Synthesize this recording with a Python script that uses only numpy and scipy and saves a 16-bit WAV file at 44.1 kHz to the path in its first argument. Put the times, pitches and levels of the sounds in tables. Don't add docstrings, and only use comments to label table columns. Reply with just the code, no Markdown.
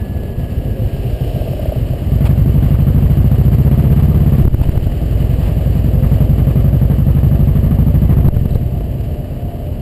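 import sys
import numpy as np
from scipy import signal
from scipy.fft import rfft, irfft, next_fast_len
from scipy.io import wavfile
from scipy.ndimage import uniform_filter1d

SR = 44100
rng = np.random.default_rng(int(sys.argv[2]) if len(sys.argv) > 2 else 0)


def generate_wav(signal):
    frames = np.transpose(np.atleast_2d(signal))
    scaled = np.clip(frames, -1, 1) * 32767
    pcm = np.round(scaled).astype(np.int16)
    wavfile.write(sys.argv[1], SR, pcm)


N = 432618
T = np.arange(N) / SR

# time_s, four_stroke_cycles_per_s
ENGINE_SPEED = [(0.0, 7.19), (1.86, 7.19), (2.19, 11.69), (2.84, 12.47), (3.59, 15.37), (4.26, 17.08),
                (4.51, 15.05), (4.85, 10.27), (5.3, 10.99), (5.69, 10.85), (6.6, 11.51), (7.5, 12.58),
                (8.18, 13.35), (8.61, 9.12), (8.95, 8.59), (9.81, 8.14)]


def exhaust(cycles):
    # pitch_hz, t60_s, signed_gain
    front_modes = [(50.75, 0.39, -0.223), (116.1, 0.16, -0.39), (126.74, 0.067, 1.74),
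                   (158.9, 0.069, -0.71), (190.2, 0.17, 0.44), (235.6, 0.15, 0.071)]
    rear_modes = [(52.96, 0.27, -0.27), (74.4, 0.067, 0.4), (101.4, 0.12, 0.51), (140.4, 0.14, 0.17),
                  (219, 0.15, 0.088)]
    # freq_hz, relative_db
    gas_spectrum = [(100, 7), (220, 2.5), (350, -5), (700, -11), (950, -16.5), (1180, -12.5), (1400, -23),
                    (1850, -20.5), (3000, -30), (4500, -40.5), (6000, -66)]
    rear_lag_cycles, rear_extra_path_s, puff_s = .402, 0.001976, 0.021
    speed = curve(ENGINE_SPEED) / 12
    push = amp(1.416 * (throttle_db() + 9.5) + 0.68) / np.sqrt(speed)
    stumble = np.clip(.8 - push, 0, 1)
    uneven = cycles + (.002 + .015 * stumble) * drift(25)
    strength = push * amp(2.1 * stumble * drift(22))
    front = strength * clicks(uneven, spread_db=0.23)
    rear = strength * delay(clicks(uneven - rear_lag_cycles, spread_db=1.2), rear_extra_path_s)
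    front_wave = front + 0.5 * delay(front, .0132)
    rear_wave = rear - 0.21 * delay(rear, .0057)
    pipes = hot_pipe(blowdown(front_wave, push), front_modes, speed)
    pipes += hot_pipe(blowdown(rear_wave, push), rear_modes, speed)
    flow = fade(fade(push * (front_wave + 0.54 * rear), puff_s), 0.0015)
    puffs = (.8 * flow + .15 * push ** 2) * amp(2.6 * drift(45)) * noise()
    return pipes + amp(-30) * colour(puffs, gas_spectrum)


def throttle_db():
    # open_s, shut_s, rise_s, drive_db, creep_db_per_s
    pulls = [(.25, 1.7, 0.4, -18, 0.5), (1.98, 4.39, 0.2, -9.5, 0.47), (4.5, 8.25, 1.62, -10, 0.42)]
    shut_db, close_s, overrun_db, overrun_s = -21., 0.073, -13.5, 0.61
    level_db = np.full(N, shut_db)
    for open_s, shut_s, rise_s, drive_db, creep_db_per_s in pulls:
        from_middle_s = np.minimum(T, shut_s) - (open_s + shut_s) / 2
        held = drive_db + creep_db_per_s * from_middle_s - shut_db
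        after_s = np.maximum(T - shut_s, 0)
        opening = np.clip((T - open_s) / rise_s, 0, 1) ** 0.47
        closing = held * np.exp(-after_s / close_s)
        overrun = np.minimum(held, overrun_db - shut_db) * np.exp(-(after_s / overrun_s) ** 2)
        level_db = np.maximum(level_db, shut_db + opening * np.maximum(closing, overrun))
    return level_db


def blowdown(firings, push):
    valve_open_s, rounding_s = 0.00031, 0.0018
    sharpness = np.clip(push, 0, 1)
    sharp = fade(firings, valve_open_s) / (valve_open_s * SR)
    rounded = fade(sharp, rounding_s) / (rounding_s * SR)
    return 1.02 * sharpness * sharp + 2.38 * (1 - sharpness) * rounded


def hot_pipe(pulses, modes, speed):
    clock_s = np.cumsum(speed ** 0.074) / SR
    ringing = ring(np.interp(T, clock_s, pulses, right=0), modes)
    return np.interp(clock_s, T, ringing)


def pops():
    # centre_s, level_db
    bangs = [(4.4521, 6), (4.479, 7.5), (4.545, 5), (4.6149, 1), (4.692, 3.5), (4.776, 2.5), (4.869, -2.5),
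             (8.2859, 8), (8.368, 1.5), (8.458, 0), (8.557, 2)]
    crack_spectrum = [(200, -26), (450, 22), (1000, 0.5), (3000, -14), (5500, -23.5), (8000, -63)]
    hump_s = 0.001995
    hump, crack = np.zeros(N), np.zeros(N)
    for centre_s, level_db in bangs:
        near = abs(T - centre_s) < .04
        u = (T[near] - centre_s) / hump_s
        hump[near] += amp(level_db) * (1.48 * np.exp(-u ** 2) - 0.47 * np.exp(-(u / 7.6) ** 2))
        crack[near] += amp(level_db / 2) / (1 + (u / 1.9) ** 4)
    return hump + amp(-25.5) * crack * colour(noise(), crack_spectrum)


def idle_thumps():
    # start_s, peak_db
    beats = [(.1, -16), (.511, -15), (.666, -13.5), (.795, -12), (1.049, -9.5), (1.205, -11), (1.33, -12),
             (1.485, -11.5), (1.765, -12), (1.902, -17)]
    out, t = np.zeros(N), T[:SR // 6]
    for start_s, peak_db in beats:
        pitch_hz = 122 * (1 + 0.049 * rng.standard_normal())
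        out[round(start_s * SR):][:len(t)] += amp(peak_db) * tone_burst(t, pitch_hz, rise_s=.016)
    return out


def clatter(cycles):
    # time_s, gain_db
    swell = [(0, -3), (2.1, 0), (4.6, 1), (5.45, 2.5), (7.1, -1), (8.4, -3), (9.81, -4.5)]
    # freq_hz, relative_db
    casing_spectrum = [(150, -21.5), (250, 0), (340, 2), (480, -1.5), (660, -2.5), (790, -12), (950, -18.5),
                       (1200, -26), (1800, -59)]
    hiss_spectrum = [(600, -11.5), (1000, -8.5), (1170, 4), (1330, -3), (1750, 1.5), (2400, -2.5),
                     (2950, 3.5), (3500, -10), (4600, -8.5), (5300, -15.5), (6100, -32), (7300, -11.5),
                     (8500, -18.5), (10000, -38)]
    ticks = clicks(4 * cycles + 0.024 * drift(60), spread_db=6)
    knock = (1 + 0.14 * unit(fade(ticks, 0.0037))) * noise()
    hiss = (1 + 0.071 * unit(fade(ticks, 0.0046))) * noise() * amp(1.25 * drift(90))
    swell_db = curve(swell)
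    casing = amp(-30.5 + 0.56 * swell_db) * colour(knock, casing_spectrum)
    return casing + amp(-44.5 + swell_db) * colour(hiss, hiss_spectrum)


def panel_knocks():
    # start_s, peak_db
    hits = [(1.359, -21.5), (1.417, -18), (1.474, -18.5), (1.533, -16), (1.593, -15), (1.656, -14),
            (1.721, -12), (1.934, -20)]
    rebound_s, rebound_db = .037, -6
    out, t = np.zeros(N), T[:SR // 20]
    for start_s, peak_db in hits:
        for at_s, level_db in (start_s, peak_db), (start_s + rebound_s, peak_db + rebound_db):
            pitch_hz = 609 * (1 + 0.029 * rng.standard_normal())
            out[round(at_s * SR):][:len(t)] += amp(level_db) * tone_burst(t, pitch_hz, rise_s=0.0028)
    return out


def gearbox_rasps():
    # centre_s, level_db, half_width_s
    rasps = [(2.263, -26, 0.015), (4.636, -30, 0.0087), (5.457, -35, 0.054)]
    spectrum = [(200, -17), (600, 15), (1500, -3), (2900, 1), (3500, -8), (4100, -11), (5400, -16),
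                (6200, -40), (7500, -16), (10000, -27)]
    swell = sum(amp(level_db) * bump(centre_s, half_s) for centre_s, level_db, half_s in rasps)
    return swell * colour(noise(), spectrum)


def lever_clinks():
    # start_s, level_db
    taps = [(8.28, -39), (8.507, -38.5), (8.548, -36)]
    # pitch_hz, t60_s, gain
    modes = [(3950, .04, 0.54), (4250, .03, 0.44), (8102, .045, 0.27)]
    blows = np.zeros(N)
    for start_s, level_db in taps:
        blows[round(start_s * SR)] = amp(level_db)
    return ring(blows, modes)


def final_drive():
    # time_s, pitch_hz
    road = [(5.0, 594.8), (8.15, 701), (9.81, 714)]
    start_s, rise_s = 4.8, .6
    tones = np.zeros(N)
    for ratio, gain_db in (0.98, -1), (.84, 2.5):
        pitch_hz = ratio * curve(road) * (1 + 0.01503 * drift(90))
        tones += amp(gain_db + 2.8 * drift(12)) * sine(pitch_hz)
    return amp(-41.5) * np.clip((T - start_s) / rise_s, 0, 1) * tones


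def brake_squeal():
    sag_hz_per_s, wheel_hz, off_s, fade_db_per_s = 75, 4.3, 1.6, 50
    pitch_hz = (1708 - sag_hz_per_s * T) * (1 + 0.0049 * drift(120))
    released = np.clip((T - .45) / 0.38, 0, .85)
    touch = 1 - released * np.sin(np.pi * wheel_hz * (T - .95)) ** 2
    level_db = -48.5 + drift(18) + 2.1 * (.5 - released)
    fade_db = fade_db_per_s * np.maximum(T - off_s, 0)
    return amp(level_db - fade_db) * touch * sine(pitch_hz)


def wind():
    # freq_hz, relative_db
    spectrum = [(8, -25.5), (22, -17.5), (40, 3.5), (70, -4.5), (115, -0.5), (170, -8), (260, -12),
                (400, -31.5), (900, -80)]
    return amp(-22.7 + 1.2 * drift(7)) * colour(noise(), spectrum)


def bike_ahead():
    pipe_modes = [(71.4, 0.078, -0.085), (120.3, 0.2, 1.0), (231.6, 0.086, 0.59), (360, 0.11, 0.21)]
    cycles = np.cumsum(11.5 * (1 + .03 * drift(1.3))) / SR
    firings = clicks(cycles, spread_db=3.5) + clicks(cycles - .44, spread_db=-1.5)
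    return amp(-30) * unit(ring(firings, pipe_modes))


def parked_bike():
    hiss_spectrum = [(1500, -24), (2300, -6), (2900, 3.5), (3500, -8), (4100, -8), (5500, -13),
                     (6200, -45.5)]
    body_spectrum = [(150, -18), (300, -3.5), (550, 2.5), (720, -0.5), (950, -34.5), (1800, -54)]
    hiss = amp(-46) * colour(noise(), hiss_spectrum)
    body = amp(-33) * colour(noise(), body_spectrum)
    return bump(centre_s=1.35, half_width_s=0.51, power=2) * (hiss + body)


def hums():
    # centre_s, level_db, half_width_s, pitch_hz
    swells = [(0.704, -42, 0.95, 385), (.82, -35, 0.11, 531), (5.9, -39, .65, 495)]
    out = np.zeros(N)
    for centre_s, level_db, half_width_s, pitch_hz in swells:
        tone = sine(pitch_hz * (1 + .02 * drift(70) + .025 * drift(4)))
        out += amp(level_db + 4.6 * drift(20)) * bump(centre_s, half_width_s) * tone
    return out


def amp(db):
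    return 10 ** (np.asarray(db) / 20)


def unit(x):
    return x / np.sqrt(np.mean(x ** 2) + 1e-20)


def noise():
    return rng.standard_normal(N)


def sine(pitch_hz):
    return np.sin(2 * np.pi * np.cumsum(pitch_hz) / SR)


def tone_burst(t, pitch_hz, rise_s):
    u = t / rise_s
    return u * np.exp(1 - u) * np.sin(2 * np.pi * pitch_hz * t)


def bump(centre_s, half_width_s, power=4):
    return 1 / (1 + ((T - centre_s) / half_width_s) ** power)


def curve(rows):
    return np.interp(T, *np.transpose(rows))


def colour(x, spectrum):
    freq_hz, relative_db = np.transpose(spectrum)
    size = next_fast_len(N)
    bins_hz = np.fft.rfftfreq(size, 1 / SR)
    gain = amp(np.interp(np.log(bins_hz + 1), np.log(freq_hz), relative_db))
    return unit(irfft(rfft(x, size) * gain, size)[:N])


def drift(rate_hz):
    knots = rng.standard_normal(4000)
    return unit(np.interp(T * rate_hz, np.arange(len(knots)), knots))


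def clicks(cycles, spread_db):
    at = np.flatnonzero(np.diff(np.floor(cycles)) > 0)
    out = np.zeros(N)
    out[at] = amp(spread_db * rng.standard_normal(2000)[:len(at)])
    return out


def fade(x, decay_s):
    return signal.lfilter([1], [1, -np.exp(-1 / (decay_s * SR))], x)


def ring(x, modes):
    t = T[:SR // 3]
    response = sum(gain * np.sin(2 * np.pi * hz * t) * 1000 ** (-t / t60_s) for hz, t60_s, gain in modes)
    return signal.oaconvolve(x, response)[:N]


def delay(x, delay_s):
    return np.interp(T - delay_s, T, x, left=0)


def limit(x, threshold_db, recovery_db_per_s):
    fall_db = T * recovery_db_per_s
    peak_db = np.maximum.accumulate(20 * np.log10(abs(x) + 1e-9) + fall_db) - fall_db
    over_db = uniform_filter1d(np.maximum(peak_db - threshold_db, 0), size=200)
    return x / amp(delay(over_db, 0.0042))


def scene():
    cycles = .31 + np.cumsum(curve(ENGINE_SPEED)) / SR
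    engine = exhaust(cycles) + clatter(cycles) + pops()
    chassis = final_drive() + brake_squeal() + panel_knocks() + gearbox_rasps() + lever_clinks()
    around = wind() + bike_ahead() + parked_bike() + hums() + idle_thumps()
    return (engine + chassis + around)[None]


def record(dry):
    bass_cut_hz, wobble_s, wobble_hz, band_edge_hz = 12, 3.1e-5, 12000, 15150
    x = signal.lfilter(*signal.butter(1, bass_cut_hz, "high", fs=SR), dry[0])
    x = limit(x, threshold_db=.3, recovery_db_per_s=130)
    x = np.clip(x, -.708, .708)
    x += wobble_s * SR * np.gradient(x) * np.sin(2 * np.pi * wobble_hz * T)
    lowpass = signal.firwin(401, band_edge_hz, window=("kaiser", 9), fs=SR)
    return signal.oaconvolve(x, lowpass, "same")[None]


dry = scene()
out = record(dry)
generate_wav(out)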